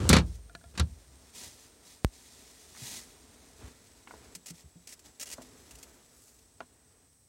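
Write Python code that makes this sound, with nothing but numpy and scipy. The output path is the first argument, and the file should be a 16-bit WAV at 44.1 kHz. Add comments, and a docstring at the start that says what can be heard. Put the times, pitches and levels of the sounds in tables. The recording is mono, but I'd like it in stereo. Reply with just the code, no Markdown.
"""Window sash and curtain in a hut

A wooden sash scrapes along its frame, bangs home and is pushed tight; the plank wall booms.
Someone turns and reaches for a cloth curtain: sleeves swish and crinkle among soft thuds and taps.
A thin whine sits in the microphone hiss, and one electrical pop hits the left channel."""
import sys
import numpy as np
from scipy import signal
from scipy.fft import rfft, irfft, next_fast_len
from scipy.io import wavfile

SR = 44100
rng = np.random.default_rng(int(sys.argv[2]) if len(sys.argv) > 2 else 0)


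def digitize_waveform(pressure):
    """Quantize a signal to 16-bit integers and store it at the path in sys.argv[1].

    Rows of a 2-D input are taken as channels; values are limited to [-1, 1].
    """
    field = np.atleast_2d(pressure).T
    bounded = np.clip(field, -1, 1)
    quanta = np.round(bounded * 32767).astype(np.int16)
    wavfile.write(sys.argv[1], SR, quanta)


N = 321048
TIME = np.arange(N) / SR
HIT_TIME = TIME[:SR // 2]


def amp(db):
    return 10 ** (np.asarray(db) / 20)


def unit(x):
    return x / np.sqrt(np.mean(x ** 2) + 1e-20)


def at_hz(points, hz):
    """A curve joined by straight lines over log frequency."""
    f, value = np.transpose(points)
    return np.interp(np.log(hz + 1), np.log(f + 1), value)


def follow(rows):
    """An automation curve at every sample."""
    return np.interp(TIME, *np.transpose(rows))


def add(mix, start, sound):
    part = mix[:, max(round(start * SR), 0):][:, :sound.shape[-1]]
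    part += sound[..., :part.shape[1]]


def pan(lean_db):
    """Stereo gains; a positive lean is to the left."""
    return amp(np.array([[lean_db], [-lean_db]]) / 2)


def noise(samples=N):
    return rng.standard_normal((2, samples))


def wander(per_s):
    """A random drift of rms 1."""
    knots = rng.standard_normal(int(N / SR * per_s) + 2)
    return unit(np.interp(TIME * per_s, np.arange(len(knots)), knots))


def swell(start, length, rise, fall):
    """Attack, hold and release of one movement."""
    t = TIME - start
    attack = np.sin(np.pi / 2 * np.clip(t / rise, 0, 1)) ** 2
    return attack * np.exp(-np.maximum(t - length, 0) / fall)


def decay(t60):
    return np.exp(-np.log(1000) * HIT_TIME / t60)


# Stereo image of the room, narrow lows and wide highs: (frequency [Hz], left-right correlation)
ROOM_IMAGE = [(30, 0.79), (200, 0.6), (400, 0.87), (800, 0.69), (1500, 0), (8000, 0.049), (16000, 0.008)]


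def colour(x, spectrum, peaks=(), tilt_db=0, image=ROOM_IMAGE):
    """Gives two unrelated signals a tone, resonances, a tilt per octave and a stereo image."""
    size = next_fast_len(x.shape[1])
    hz = np.fft.rfftfreq(size, 1 / SR)
    correlation = np.clip(at_hz(image, hz), -1, 1)
    mid, side = rfft(x, size) * np.sqrt([1 + correlation, 1 - correlation])
    db = at_hz(spectrum, hz) + tilt_db * np.log2(np.maximum(hz, 300))
    for centre, width, lift_db in peaks:
        db += lift_db / (1 + (2 * (hz - centre) / width) ** 2)
    return unit(irfft(np.array([mid + side, mid - side]) * amp(db), size)[:, :x.shape[1]])


def grains(per_s, spread_db, smooth):
    """Tiny slips of uneven size over an even rubbing noise."""
    slips = (rng.random(N) < per_s / SR) * amp(spread_db * np.minimum(rng.exponential(1, N), 4))
    return unit(slips * noise()) + smooth * noise()


def strike(spectrum, peaks, ring, rise, tilt_db=0, stretch=1):
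    """The crowded modes of a hit, as a noise burst: each octave dies at its own speed."""
    size = len(HIT_TIME)
    hz, octaves = np.fft.rfftfreq(size, 1 / SR), np.geomspace(125, 16000, 8)
    burst = rfft(colour(noise(size), spectrum, peaks, tilt_db))
    out = np.zeros((2, size))
    for centre, share in zip(octaves, np.eye(len(octaves))):
        band = irfft(burst * at_hz(list(zip(octaves, share)), hz), size)
        out += band * decay(stretch * at_hz(ring, centre))
    return out * (1 - np.exp(-HIT_TIME / rise))


def mode(hz, t60, rise):
    """One dying sine with a soft attack."""
    return np.sin(2 * np.pi * hz * HIT_TIME) * decay(t60) * (1 - np.exp(-(HIT_TIME / rise) ** 2))


def ringing(modes, stretch=1):
    """Dying sines that meet each microphone at a phase of their own."""
    return sum(amp(db) * np.sin(2 * np.pi * (hz * HIT_TIME + rng.random((2, 1)))) * decay(stretch * t60)
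               for hz, db, t60 in modes)


# Shoves along the groove: (time [s], length [s], level [dB])
SHOVES = [(0, 0.079, -25.5), (0.092, 0.11, -25.5), (0.738, 0.086, -47.5)]
# Tone of wood dragged on wood: (frequency [Hz], level [dB])
SCRAPE_TONE = [(40, 0.5), (90, 11), (200, -6.5), (450, -9), (700, -16), (1000, -19.5), (1350, -22.5),
               (2200, -27.5), (4000, -27.5), (8000, -30.5), (12000, -44.5), (16000, -58.5)]
# Resonances of the sash: (frequency [Hz], width [Hz], gain [dB])
SASH_PEAKS = [(480, 60, 1.5), (1270, 260, 5), (1620, 90, 3.5), (2370, 91, 4.5), (2860, 380, 4.5),
              (3720, 260, 0.5), (4400, 160, 2.5), (5070, 400, -3.5), (7040, 200, -1)]


def sash_scrape():
    """The sash judders along its groove; the frame shivers on after each shove."""
    grip_s, shiver_db = 0.0027, -23.5
    friction = np.zeros(N)
    for start, length, db in SHOVES:
        slide = swell(start, length, grip_s, fall=0.012)
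        shiver = swell(start, length, grip_s, fall=0.17)
        friction += amp(db) * (slide + amp(shiver_db) * shiver)
    judder = colour(grains(per_s=5000, spread_db=2.5, smooth=0.92), SCRAPE_TONE, SASH_PEAKS)
    return amp(-2.4) * pan(1.5) * judder * friction


# Hits on the frame: (time [s], crack [dB], tilt [dB/octave], ring stretch [x], boom [dB], lean [dB])
BANGS = [(0.0909, -11, 9, 0.75, -22.5, 1.5), (0.0999, -19, -2.3, 0.82, -13, 0.5),
         (0.1109, -28, 2.5, 0.87, -30.5, 8.5), (0.1291, -10.5, 0, 0.7, -36.5, 3),
         (0.1362, -17, -0.2, 0.94, -13, -1), (.153, -23.5, -2.5, 1, -38, 5.5),
         (.165, -15, -0.75, 0.72, -24.5, -1.5), (0.185, -27, -1, 0.71, -23, 3),
         (0.551, -36.5, 1, 0.2, -52.5, 1.5), (0.752, -48, -1, 0.85, -62, 1), (0.776, -30, 1, 1, -38, 0),
         (0.7964, -19.5, 0.8, 0.51, -31.5, 2)]
# Tone of the crack: (frequency [Hz], level [dB])
CRACK_TONE = [(100, -8.5), (220, 0.5), (480, -11.5), (900, -4), (1400, -2), (2000, -0.5), (2900, -7.5),
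              (4000, -1), (5500, -4.5), (7500, -7), (10500, -14), (16000, -37)]
# Tail of the crack: (frequency [Hz], t60 [s])
CRACK_RING = [(150, 0.35), (500, 0.23), (1400, 0.1), (4000, 0.12), (8000, 0.059), (16000, 0.054)]
# Clearest modes of the sash, its stop and the plank wall: (frequency [Hz], level [dB], t60 [s])
SASH_MODES = [(342, -3, .25), (425, -3, .25), (477, 1, .22), (521, 2, .22), (690, -5, .14), (1045, -6, .15),
              (1157, -4, .15), (1655, -3, .16), (2318, -1, .13), (2535, -1, .12), (2887, -5, .11),
              (3567, -1, .11), (3720, -2, .11), (6960, -9, .07)]
STOP_MODES = [(1377, -2, .09), (1416, -7.5, 0.066), (4160, 0.5, 0.049), (7260, -2.5, .025)]
WALL_MODES = [(54, -11, 0.8), (73.8, -3, 0.49), (110.7, -12.5, 0.38), (123, -11, 0.14), (154, -1, 0.17),
              (172, -2.5, 0.3), (195.3, -5.5, 0.12), (210, -14, 0.098), (236.5, -16, .2),
              (327, -24.5, 0.31)]


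def sash_bangs():
    """The sash hits the frame and shakes the wall. Dull blows swing the sash; sharp ones ring the stop."""
    out = np.zeros((2, N))
    boom = sum(amp(db) * mode(hz, t60, rise=0.002) for hz, db, t60 in WALL_MODES)
    for start, crack_db, tilt_db, stretch, boom_db, lean_db in BANGS:
        crack = strike(CRACK_TONE, SASH_PEAKS, CRACK_RING, rise=0.00041, tilt_db=tilt_db, stretch=stretch)
        body = amp(-18 - 3.2 * tilt_db) * pan(2.5) * ringing(SASH_MODES, stretch)
        stop = amp(-16 + 4.5 * min(tilt_db, 1)) * pan(5.7) * ringing(STOP_MODES, 1.2 * stretch)
        add(out, start, amp(crack_db) * pan(lean_db) * (crack + body + stop))
        add(out, start, amp(boom_db) * boom)
    return out


# Tone of the noise floor: (frequency [Hz], level [dB])
HISS_TONE = [(30, 12.5), (80, 14.5), (300, 4.5), (1000, -2.5), (3000, -6), (4800, 1.5), (5800, 10.5),
             (7300, 2.5), (8600, 4), (9800, 8), (11200, -2.5), (15500, 1.5)]
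# Drift of the whine: (time [s], pitch [Hz])
WHINE_PITCH = [(0, 8770), (.65, 8490), (2.8, 8300), (3.45, 8530), (3.52, 8080), (4.6, 7904), (5.3, 7715),
               (6.5, 8070), (7.28, 8220)]


def electronics():
    """Microphone hiss, with a narrow band of noise whining on the right."""
    hiss = amp(-69) * pan(-3) * colour(noise(), HISS_TONE)
    flutter = signal.sosfilt(signal.butter(1, 130, fs=SR, output="sos"), noise() + 1j * noise())
    carrier = np.exp(2j * np.pi * np.cumsum(follow(WHINE_PITCH)) / SR)
    return hiss + amp(-72.5) * pan(-18) * unit((flutter * carrier).real)


# Tone of the handling noise: (frequency [Hz], level [dB])
RUMBLE_TONE = [(30, -6.5), (95, 0.5), (200, -14.5), (500, -30.5), (4000, -61)]


def handling_rumble():
    """The held camera rumbles faintly."""
    return amp(-70) * colour(noise(), RUMBLE_TONE)


# How busily the person moves: (time [s], level [dB])
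BUSTLE = [(0, -67), (.7, -64), (1.25, -60.5), (2.05, -62), (3.3, -58.5), (3.9, -60.5), (4.75, -66),
          (5.15, -64), (5.6, -59), (6.5, -67), (7.28, -74)]
# Single arm moves: (time [s], length [s], attack [s], sleeve level [dB], body level [dB])
ARM_MOVES = [(0.235, .12, 0.03, -60, -75), (1.32, 0.15, 0.054, -45.5, -58),
             (1.477, 0.17, 0.028, -54.5, -80), (1.818, 0.13, 0.054, -54, -80),
             (2.108, 1, 0.031, -56.5, -101), (2.687, 0.304, .21, -42, -60.5), (3.56, 0.12, 0.065, -60, -52),
             (4.056, 0.27, 0.027, -62.5, -57.5), (4.517, 0.087, 0.039, -56.5, -72),
             (5.031, 0.035, 0.031, -52, -57.5), (5.19, 0.29, 0.12, -61.5, -59.5),
             (5.436, 0.57, .05, -72, -62.5), (6.664, .4, 0.044, -81, -68)]


def motion(layer, bustle_db):
    """Envelope of the "sleeve" or "body" layer: the general bustle with each arm move on top."""
    power = amp(follow(BUSTLE) + bustle_db) ** 2
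    for start, length, rise, sleeve_db, body_db in ARM_MOVES:
        db = sleeve_db if layer == "sleeve" else body_db
        power += (amp(db) * swell(start, length, rise, fall=0.025)) ** 2
    return np.sqrt(power)


# Tone of rubbing sleeves: (frequency [Hz], level [dB])
SLEEVE_TONE = [(60, -13), (250, -5.5), (420, -16), (800, -7), (1400, -16), (2000, -10), (3000, -7.5),
               (3900, -2.5), (6000, -3), (8500, -4), (11000, -10), (15500, -17.5)]
# Resonances of the fabric: (frequency [Hz], width [Hz], gain [dB])
SLEEVE_PEAKS = [(420, 70, 0.5), (1930, 310, 7), (2470, 210, 1.5), (3020, 280, -2), (3820, 290, -0.5),
                (4396, 300, -1), (5400, 520, 1), (6400, 400, 1.5), (7350, 160, 2.5)]
# Stereo image of close cloth: (frequency [Hz], left-right correlation)
CLOSE_IMAGE = [(30, .9), (1000, 0.27), (8000, 0.12), (16000, 0.13)]


def sleeve_swish():
    """Fabric slides over fabric, close by on the right."""
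    slips = grains(per_s=1700, spread_db=1.5, smooth=1)
    rubbing = colour(slips, SLEEVE_TONE, SLEEVE_PEAKS, image=CLOSE_IMAGE)
    return from_right(rubbing * motion("sleeve", bustle_db=-1) * amp(wander(70)), lean_db=-3)


def from_right(x, lean_db):
    """The far, left microphone hears the sound softer and later."""
    left, right = x * pan(lean_db)
    return np.array([np.roll(left, round(0.00032 * SR)), right])


# Murky tone of the moving body: (frequency [Hz], level [dB])
SHUFFLE_TONE = [(25, 11.5), (65, 8), (120, -5), (180, -3), (270, -2), (420, -4.5), (600, -10), (1000, -7.5),
                (1800, -9.5), (3500, -16.5), (16000, -36.5)]
# Its boxy resonances: (frequency [Hz], width [Hz], gain [dB])
SHUFFLE_PEAKS = [(250.1, 35, 7.5), (438, 90, 5.5), (655, 160, 5), (1070, 150, -1.5)]


def body_shuffle():
    """Dull, uneven noise of a body moving in a small room."""
    murk = colour(noise(), SHUFFLE_TONE, SHUFFLE_PEAKS)
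    return pan(-1.5) * murk * motion("body", bustle_db=-0.5) * amp(2 + 0.7 * wander(32))


# Clinks of the window fitting: (time [s], level [dB])
CLINKS = [(.4965, -58.5), (.551, -46), (.613, -64.5), (.6405, -57.5)]
# Modes of the fitting: (frequency [Hz], level [dB], t60 [s])
FITTING_MODES = [(686, 8.5, 0.094), (1390, 0.5, 0.11), (1467, 10.5, 0.025), (1690, 2, 0.053),
                 (2400, 0, 0.02), (3520, 7, 0.0081)]


def fitting_clinks():
    """The fitting rings briefly as the hand lets go."""
    out = np.zeros((2, N))
    for start, db in CLINKS:
        add(out, start, amp(db) * ringing(FITTING_MODES))
    return out


# Soft low thuds, and a puff of wind on the left microphone:
# (time [s], level [dB], pitch [Hz], t60 [s], lean [dB])
THUDS = [(0.647, -44, 68.8, 0.31, 0), (0.79, -13, 75.6, 0.2, -.5), (0.897, -38.5, 74, 0.25, 1),
         (1.055, -50, 67.6, 0.62, -2), (1.454, -50, 86, 0.11, 3), (2.814, -39, 126, 0.15, 0),
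         (2.964, -54.5, 90.9, 0.13, 0), (3.623, -44.5, 66.6, .18, 33.5), (4.356, -50, 179, 0.19, -1),
         (4.502, -41.5, 166, 0.17, -1), (4.635, -39, 73.2, 0.13, -2), (4.753, -47, 173, 0.19, -1),
         (5.383, -44.5, 252, 0.25, -.5), (5.711, -49, 57, .25, 21), (6.606, -49, 248, 0.15, 2)]


def thuds():
    """Soft thuds and a wind puff: each is one low dying tone with muffled noise round it."""
    out = np.zeros((2, N))
    for start, db, hz, t60, lean_db in THUDS:
        rise = 0.8 / hz  # lower thuds swell more slowly
        puff_tone = [(30, -12), (hz, 0), (2 * hz, -7), (4 * hz, -26), (4000, -70)]
        puff = strike(puff_tone, peaks=(), ring=[(100, t60)], rise=rise)
        add(out, start, amp(db) * pan(lean_db) * (mode(hz, t60, rise) + amp(-7) * puff))
    return out


def electrical_pop():
    """A voltage step on the left, which the low-cut turns into a pop."""
    step = TIME >= 2.04706
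    return amp(-2.5) * np.array([step, np.zeros(N)])


# Light taps: (time [s], level [dB], tilt [dB/octave], high cut [Hz], lean [dB])
TAPS = [(2.749, -36.5, 10, 2200, 3), (2.765, -39.5, 8.5, 2200, 2), (4.073, -36, 7, 2940, 2.5),
        (4.109, -40, 4, 2200, -5), (4.1382, -44, -9, 2000, -1), (5.382, -40.5, -6, 1600, -5),
        (5.398, -49, 3, 1500, 9), (5.411, -46.5, -6, 1470, -6), (6.6047, -32.5, -1, 9100, 1.5)]
# Tone of a tap: (frequency [Hz], level [dB])
TAP_TONE = [(100, -49), (260, -28), (400, -17.5), (680, -8.5), (1400, -12), (2300, -19), (3400, -19.5),
            (6000, -32), (16000, -44.5)]
# Resonances of the tapped wood: (frequency [Hz], width [Hz], gain [dB])
TAP_PEAKS = [(646, 15, 10.5), (725, 13, -0.5), (1030, 140, 5), (1224, 46, -3), (1443, 24, 15.5),
             (1680, 180, 4.5), (2160, 62, 9)]


def wood_taps():
    """A short knock and a faint longer ring; soft contacts carry no treble."""
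    out = np.zeros((2, N))
    for start, db, tilt_db, top_hz, lean_db in TAPS:
        knock = strike(TAP_TONE, TAP_PEAKS, [(600, 0.053), (5000, 0.026)], rise=1 / SR, tilt_db=tilt_db)
        tail = strike(TAP_TONE, TAP_PEAKS, [(600, 0.09), (5000, 0.19)], rise=0.01, tilt_db=tilt_db)
        high_cut = signal.butter(4, top_hz, fs=SR, output="sos")
        add(out, start, amp(db) * pan(lean_db) * signal.sosfilt(high_cut, knock + amp(-16) * tail))
    return out


# Cloth flicks: (time [s], level [dB])
FLICKS = [(4.35, -31), (4.9916, -45.5), (5.708, -40), (5.7516, -42.5), (5.785, -44), (5.8279, -37),
          (6.278, -51), (6.387, -52.5)]
# Tail of a flick: (frequency [Hz], t60 [s])
FLICK_RING = [(200, 0.096), (1500, .05), (4000, 0.039), (16000, 0.053)]
# Crisp tone of a stiff fold: (frequency [Hz], level [dB])
FOLD_TONE = [(100, -19), (500, -4.5), (1100, -9.5), (2000, -6), (2800, -1), (3500, -3.5), (4800, 3),
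             (6500, 3.5), (8500, 3.5), (11000, -4.5), (15500, -9)]
# A fold adds a pitch of its own to the fabric: (frequency [Hz], width [Hz], gain [dB])
FOLD_PEAKS = SLEEVE_PEAKS + [(2780, 230, 4)]


def cloth_flicks():
    """Taut fabric gives single crisp snaps."""
    out = np.zeros((2, N))
    for start, db in FLICKS:
        snap = strike(FOLD_TONE, FOLD_PEAKS, FLICK_RING, rise=0.0015, tilt_db=0.25, stretch=0.95)
        add(out, start, amp(db) * pan(-0.43) * snap)
    return out


# Slipping folds: (time [s], length [s], level [dB], swell over the slip [dB])
CRINKLES = [(4.459, 0.049, -45.5, -5), (4.871, 0.065, -52.5, 3.5), (5.197, 0.036, -39, -3.5),
            (5.257, 0.082, -50, 7), (5.418, 0.011, -59.5, 0.5)]


def sleeve_crinkles():
    """A stiff fold catches with a snap, slips, and lets go with another."""
    catch_db, let_go_db, snap_s = 3.5, 4.5, 0.0083
    envelope = np.zeros((1, N))
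    t = TIME[:SR // 5]
    for start, length, db, swell_db in CRINKLES:
        catch = amp(catch_db) * np.exp(-t / snap_s)
        let_go = amp(let_go_db) * np.exp(-abs(t - length) / snap_s)
        slip = amp(db + swell_db * np.minimum(t / length, 1))
        gate = (1 - np.exp(-t / 0.00082)) * np.exp(-np.maximum(t - length, 0) / 0.0026)
        add(envelope, start, slip * (1 + catch + let_go) * gate)
    slips = grains(per_s=1800, spread_db=2, smooth=0.98)
    crackle = colour(slips, FOLD_TONE, FOLD_PEAKS, image=CLOSE_IMAGE)
    return from_right(crackle * envelope * amp(2.7 * wander(250)), lean_db=-2.4)


# The curtain is gathered and lifted: (time [s], length [s], level [dB])
CURTAIN_PULLS = [(5.5, 0.45, -65.5), (6.076, 0.24, -60.5)]
# Airy tone of the curtain: (frequency [Hz], level [dB])
CURTAIN_TONE = [(200, -18), (3000, -13), (7000, 3.5), (9500, -2.5), (12500, -4), (16000, -9)]


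def curtain():
    """Light cloth brushes the wall with a fine, bright hiss."""
    pull = sum(amp(db) * swell(start, length, rise=0.1, fall=0.091) for start, length, db in CURTAIN_PULLS)
    brushing = colour(grains(per_s=890, spread_db=-1, smooth=1), CURTAIN_TONE, image=CLOSE_IMAGE)
    return brushing * pull * amp(1.3 * wander(40))


def hut_echoes(x, wet_db, count=10):
    """The near walls and the table throw back a few quick echoes, other ones to each microphone."""
    delays = rng.uniform(0.0015, 0.016, (2, count))
    gains = rng.choice([-1, 1], (2, count)) * np.exp(-delays / 0.0077)
    gains /= np.linalg.norm(gains, axis=1, keepdims=True)
    echoes = np.zeros_like(x)
    for side in range(2):
        for delay, gain in zip(delays[side], gains[side]):
            echoes[side] += gain * np.roll(x[side], round(delay * SR))
    return x + amp(wet_db) * echoes


def scene():
    """The mix; only the clothing is sent to the echoes."""
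    clothing = amp(-0.7) * hut_echoes(sleeve_swish() + sleeve_crinkles() + cloth_flicks(), wet_db=-5)
    window = sash_scrape() + sash_bangs() + fitting_clinks()
    movement = thuds() + wood_taps() + body_shuffle()
    noise_floor = handling_rumble() + electronics()
    return window + clothing + movement + noise_floor + electrical_pop() + curtain()


def record(dry):
    """A steep low-cut that rings after a step, a soft clip on the loudest peaks, then the band limit."""
    ceiling, top_hz = 0.85, 16100
    low_cut = signal.butter(5, 51, btype="high", fs=SR, output="sos")
    x = signal.sosfilt(low_cut, dry)
    rounded = x / (1 + (x / ceiling) ** 4) ** (1 / 4)
    band_limit = signal.firwin(255, top_hz, window=("kaiser", 9), fs=SR)
    return signal.oaconvolve(rounded, band_limit[None], "same", axes=1)


dry = scene()
out = record(dry)
digitize_waveform(out)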